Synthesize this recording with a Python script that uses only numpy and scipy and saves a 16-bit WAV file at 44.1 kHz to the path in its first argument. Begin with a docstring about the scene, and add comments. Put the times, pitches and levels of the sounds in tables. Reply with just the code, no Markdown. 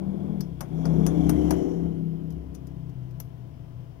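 """A small one-cylinder vehicle putters outside a workshop; it eases off, pulls past and fades away.
Over it come dry clicks, the main sound: a thin steel tool picks at the top of a valve spring on an
open cylinder head, and tool and spring ring briefly. Each click is bursts of noise plus dying tones.
The vehicle is a stack of exhaust tones over throbbing noise. Far traffic and a machine hum lie behind.
The left microphone hears everything far louder than the right."""
import sys
import numpy as np
from scipy import signal
from scipy.fft import rfft, irfft
from scipy.io import wavfile

SR = 44100
rng = np.random.default_rng(int(sys.argv[2]) if len(sys.argv) > 2 else 0)


def generate_wav(sig):
    """Save sig (samples, or channels by samples) to the path in sys.argv[1] as 16-bit PCM at SR."""
    pcm = np.round(np.clip(np.atleast_2d(sig).T, -1, 1) * 32767).astype(np.int16)
    wavfile.write(sys.argv[1], SR, pcm)


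N = 176400  # 4 s

# tool clicks: t/s, then level/dB of casting knock, tip crack, tool ring, cap ring, coil zing, clack
CLICKS = [(0.4065, -21, -9.5, -18, -10, -13, -1.5), (0.607, -3.5, -5, -2, -1.5, -16, -8),
          (0.854, -6.5, -18.5, -7, -8, -27, -3.5), (1.0643, -4, -0.5, 3, 4.5, -17, -9),
          (1.2933, -1, 2.5, 3.5, 0, -7, -7), (1.5069, 0.5, -1, 1, 3, 0, -1),
          (2.549, -35, -19.5, -19, -16, -38, -17), (3.2005, -22, -11, -28, -10, -1, -13.5)]
# faint slips of the tool tip: t/s, level/dB
SLIPS = [(2.3044, -24), (2.322, -29.5), (2.543, -26), (2.6702, -23.5), (2.8937, -32), (3.1091, -33)]
# tone colour of the four noise bursts in a click: f/Hz, level/dB per Hz
CASTING_KNOCK = [(250, -72), (420, -52.5), (630, -49.5), (1400, -61.5), (3200, -79.5), (4500, -100)]
TIP_CRACK = [(1500, -68.5), (4400, -72), (6400, -65), (8200, -74.5), (9200, -67.5), (12200, -64),
             (15000, -68), (15600, -84)]
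RETAINER_CLACK = [(3800, -92), (4400, -66), (5350, -66), (6200, -94)]  # the retainer is the disc that holds the spring
COIL_ZING = [(8400, -86.5), (11400, -62.5), (12400, -58.5), (13600, -77)]
# tones at which tool, valve cap and spring ring: f/Hz, level/dB, time to fade by 60 dB/s
TOOL_TONES = [(9052, -38.5, .1), (9760, -49, .09)]
CAP_TONES = [(5873, -36, .075), (6625, -44.5, .12), (7412, -49, .08)]
SPRING_TONES = [(5110, -44, .12), (5762, -47, .11)]

# engine speed as firings per second: t/s, f/Hz
FIRING_RATE = [(0, 37.9), (.36, 39), (.5, 33), (.62, 30.6), (.85, 32.4), (1.35, 33.2), (1.68, 33.9),
               (2.05, 32.9), (2.85, 31.9), (3.2, 31), (4, 30.4)]
# exhaust tones at 2, 4, 5 and 9 times the firing rate, and the high ones as a group: t/s, level/dB
SECOND_LEVEL = [(0, -42.5), (.6, -42.5), (1, -34), (1.35, -26.5), (1.54, -25), (1.71, -52.5),
                (1.871, -32.5), (2.08, -57.5), (2.41, -32), (2.65, -44.5), (4, -54.5)]
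FOURTH_LEVEL = [(0, -36), (0.399, -26), (.6, -42.5), (1.299, -33.5), (2.05, -58), (2.4, -51), (2.9, -32),
                (4, -40)]
FIFTH_LEVEL = [(0, -26.5), (.36, -23), (.58, -32), (1, -18.5), (1.27, -20), (1.38, -28.5), (1.48, -21),
               (1.65, -34), (1.768, -22), (2.3, -26), (2.42, -38.5), (2.8, -36), (3.2, -43), (4, -45)]
NINTH_LEVEL = [(0, -33), (.6, -49), (1.1, -33.5), (1.2, -19.5), (1.48, -16.5), (1.9, -38), (4, -61.5)]
HIGH_LEVEL = [(0, -40.5), (.6, -42), (1.03, -22), (1.74, -21.5), (2, -31), (2.7, -45), (4, -59.5)]
# more exhaust tones: multiple of the firing rate, level/dB added to FIFTH_LEVEL (low) or HIGH_LEVEL (high)
LOW_TONES = [(1, -27), (3, -24.5), (6, -9), (7, -31.5)]
HIGH_TONES = [(8, -6.5), (10, -12), (11, -7.5), (12, -19.5), (13, -22.5), (14, -15), (15, -27)]
# exhaust and tyre noise as the vehicle passes: t/s, roar level/dB, hiss level/dB
PASS_LEVELS = [(0, -6.5, -10.5), (.36, -6.5, -9.5), (.55, -19.5, -13.5), (.88, 1.5, -2.5), (1.3, 2.5, 2.5),
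               (1.55, 2.5, 3), (1.71, -3, -5), (1.87, -5.5, -9), (2.05, -18.5, -13.5), (2.5, -18.5, -16.5),
               (4, -36, -20)]
# sizzle, strongest just after the vehicle passes: t/s, level/dB
SIZZLE_LEVEL = [(.55, -32), (.8, -5), (1.639, 3), (2.05, -27.5), (4, -27)]
# tone colour of the vehicle's three noises: f/Hz, level/dB per Hz
ROAR_COLOUR = [(30, -77), (100, -70), (170, -49.5), (380, -56), (540, -65), (700, -65.5), (1000, -76.5),
               (1500, -87.5), (6000, -125)]
HISS_COLOUR = [(800, -105), (1500, -97), (2700, -92), (4500, -100), (8200, -104), (10000, -100.5),
               (15500, -107.5)]
SIZZLE_COLOUR = [(4500, -115), (5600, -89), (7300, -99), (8200, -118)]
# narrow bands of gear whine: f/Hz, level/dB added to the hiss level
GEAR_BANDS = [(2150, -61.5), (3210, -59.5)]

# far traffic heard in the workshop: f/Hz, level/dB per Hz
FAR_TRAFFIC = [(20, -74.5), (90, -65), (135, -61), (200, -73.5), (350, -76), (500, -83.5), (750, -86.5),
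               (1200, -94.5), (2000, -103), (3200, -102), (3900, -110), (5300, -107), (7500, -119),
               (15000, -118)]
# tones of a humming machine: f/Hz, level/dB
MACHINE_HUM = [(333.8, -58.5), (667.5, -60), (1001, -67)]
# the right microphone compared with the left: f/Hz, level/dB
RIGHT_MIC_COLOUR = [(60, -7), (160, -13), (320, -10.5), (600, -18.5), (2000, -21.5), (6000, -37.5),
                    (15000, -27.5)]
# each microphone's own hiss: f/Hz, level/dB per Hz
MIC_HISS = [(20, -74.5), (600, -104), (1500, -111), (3200, -111), (3900, -118), (7800, -124), (15000, -116)]

ATTACK_S, ROOM_T60_S = 0.00093, 0.2  # a "t60" is the time a sound takes to fade by 60 dB
RING_SPREAD_DB, SLIP_CRACK_DB = 2, -1.5
SPEED_JITTER, PUFF_DEPTH = 0.007, 0.11  # shares of the firing rate and of the noise strength
FADING_DB, ROUGH_DB, FLUTTER_DB = 2.3, 0.9, 1.6  # typical size of the random wobbles in level
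WHINE_WIDTH_HZ, DOPPLER_SHARE, CLOSEST_S, PASSING_S = 140, 0.044, 1.3, 0.13
SHARED_BASS_HZ, RIGHT_LEAD_S, SCATTER_S, CUTOFF_HZ = 407, 0.00096, 0.0061, 15850


def tool():
    """Steel strikes steel: each click is four short noises plus the ring of tool, cap and spring."""
    times, knock_db, crack_db, tool_db, cap_db, zing_db, clack_db = np.transpose(CLICKS)
    slips = strikes(*np.transpose(SLIPS))
    cracks = strikes(times, crack_db) + from_db(SLIP_CRACK_DB) * slips
    sound = burst(strikes(times, knock_db), CASTING_KNOCK, t60=0.057, room_db=-7.5)
    sound += burst(cracks, TIP_CRACK, t60=0.038, room_db=-25)
    sound += burst(strikes(times, clack_db) + slips, RETAINER_CLACK, t60=0.038, room_db=-25)
    sound += burst(strikes(times, zing_db), COIL_ZING, t60=0.027, room_db=-25)
    # slips also brush the cap and the spring into ringing, but not the tool
    parts = [(TOOL_TONES, tool_db, 0), (CAP_TONES, cap_db, slips), (SPRING_TONES, clack_db, slips)]
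    for tones, blow_db, brush in parts:
        for hz, db, t60 in tones:
            uneven_db = RING_SPREAD_DB * rng.standard_normal(len(times))
            blows = strikes(times + ATTACK_S, blow_db + uneven_db)
            sound += from_db(db) * ring(blows + brush, hz, t60)
    return sound


def vehicle():
    """The exhaust drones, while roar, hiss, whine and sizzle throb with each firing of the engine."""
    firing_hz = over_time(FIRING_RATE) * (1 + SPEED_JITTER * wobble(9.3))
    phase = 2 * np.pi * np.cumsum(firing_hz) / SR  # one turn per firing
    drone = exhaust(phase)
    roar = from_db(over_time(PASS_LEVELS, column=1)) * noise(ROAR_COLOUR)
    hiss = from_db(over_time(PASS_LEVELS, column=2)) * (noise(HISS_COLOUR) + gear_whine())
    sizzle = from_db(over_time(SIZZLE_LEVEL) + FLUTTER_DB * wobble(28)) * noise(SIZZLE_COLOUR)
    roughness = from_db(ROUGH_DB * wobble(17))  # firings are not all equally strong
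    throb = 1 + PUFF_DEPTH * np.cos(phase)
    return drone * roughness + throb * (roar + hiss + sizzle)


def exhaust(phase):
    """Regular puffs make tones at multiples of the firing rate; each swells and fades along the way."""
    tones = [(2, over_time(SECOND_LEVEL)), (4, over_time(FOURTH_LEVEL)),
             (5, over_time(FIFTH_LEVEL)), (9, over_time(NINTH_LEVEL))]
    tones += [(multiple, over_time(FIFTH_LEVEL) + db) for multiple, db in LOW_TONES]
    tones += [(multiple, over_time(HIGH_LEVEL) + db) for multiple, db in HIGH_TONES]
    drone = 0
    for multiple, db in tones:
        strength = from_db(db + FADING_DB * wobble(5.24))
        drone += strength * np.sin(multiple * phase + 2 * np.pi * rng.random())
    return drone


def gear_whine():
    """Gears whine in narrow bands of noise that drop in pitch as they go by (the Doppler effect)."""
    t = np.arange(N) / SR
    pitch_bend = 1 - DOPPLER_SHARE * np.tanh((t - CLOSEST_S) / PASSING_S)
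    phase_per_hz = 2 * np.pi * np.cumsum(pitch_bend) / SR
    lowpass = signal.butter(2, WHINE_WIDTH_HZ, fs=SR, output="sos")
    whine = 0
    for hz, db in GEAR_BANDS:
        a, b = signal.sosfilt(lowpass, rng.standard_normal((2, N)))  # two slow noises, moved up to hz
        band = (a * np.cos(hz * phase_per_hz) + b * np.sin(hz * phase_per_hz)) / a.std()
        whine += from_db(db + FLUTTER_DB * wobble(30)) * band
    return whine


def workshop():
    """Far traffic and a faint, wavering machine hum."""
    t = np.arange(N) / SR
    traffic = noise(FAR_TRAFFIC)
    hum = sum(from_db(db) * np.sin(2 * np.pi * hz * t + wobble(1.7)) for hz, db in MACHINE_HUM)
    return traffic + hum


def strikes(times, db):
    """A one-sample spike for each blow."""
    spikes = np.zeros(N)
    spikes[(np.asarray(times) * SR).astype(int)] = from_db(db)
    return spikes


def burst(blows, spectrum, t60, room_db):
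    """A blow starts so many short tones that they blur into noise; the room adds a longer tail."""
    t = np.arange(SR // 2) / SR
    rise = np.minimum(t / ATTACK_S, 1)
    direct = from_db(-60 * t / t60)
    room_tail = from_db(room_db - 60 * t / ROOM_T60_S)
    return signal.fftconvolve(blows, rise * np.hypot(direct, room_tail))[:N] * noise(spectrum)


def ring(blows, hz, t60):
    """Struck metal rings: each spike starts a dying tone of the same height."""
    decay = from_db(-60 / (t60 * SR))
    step = 2 * np.pi * hz / SR
    return signal.lfilter([0, np.sin(step)], [1, -2 * decay * np.cos(step), decay ** 2], blows + 1e-18)


def from_db(db):
    """Turn decibels into a factor to multiply by."""
    return 10 ** (np.asarray(db) / 20)


def over_time(table, column=1):
    """Join a table's points with straight lines, giving one value per sample."""
    columns = np.transpose(table)
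    return np.interp(np.arange(N) / SR, columns[0], columns[column])


def colour(sound, table):
    """Turn each frequency up or down by a table of f/Hz, level/dB."""
    hz, db = np.transpose(table)
    bin_hz = np.maximum(np.arange(N // 2 + 1) * SR / N, 1)
    gain = from_db(np.interp(np.log(bin_hz), np.log(hz), db))
    return irfft(rfft(sound) * gain, N)


def noise(spectrum):
    """Steady noise shaped by a table of f/Hz, level/dB per Hz."""
    return colour(rng.standard_normal(N), spectrum) * np.sqrt(SR / 2)


def wobble(rate_hz):
    """A smooth random wander of typical size 1, mostly slower than rate_hz."""
    hop, warm_up = 40, 2000  # one random value every 40 samples
    memory = np.exp(-2 * np.pi * rate_hz * hop / SR)
    draws = rng.standard_normal(N // hop + warm_up + 2)
    slow = signal.lfilter([1], [1, -2 * memory, memory ** 2], draws)[warm_up:]
    return np.interp(np.arange(N) / hop, np.arange(len(slow)), slow / slow.std())


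def scene():
    """The left side hears it all; the right is weak and dull, its bass early and its treble smeared."""
    t = np.arange(N) / SR
    left = tool() + vehicle() + workshop()
    bass = signal.sosfiltfilt(signal.butter(2, SHARED_BASS_HZ, fs=SR, output="sos"), left)
    early_bass = np.interp(t + RIGHT_LEAD_S, t, bass)
    scatter = rng.standard_normal(N) * np.exp(-t / SCATTER_S)
    smeared_treble = signal.fftconvolve(left - bass, scatter / np.linalg.norm(scatter))[:N]
    right = colour(early_bass + smeared_treble, RIGHT_MIC_COLOUR)
    return np.array([left, right])


def record(dry):
    """Each microphone adds its own hiss, and the very highest treble is cut off."""
    hiss = np.array([noise(MIC_HISS), noise(MIC_HISS)])
    lowpass = signal.ellip(10, .1, 80, CUTOFF_HZ, fs=SR, output="sos")
    return signal.sosfilt(lowpass, dry + hiss)


dry = scene()
out = record(dry)
generate_wav(out)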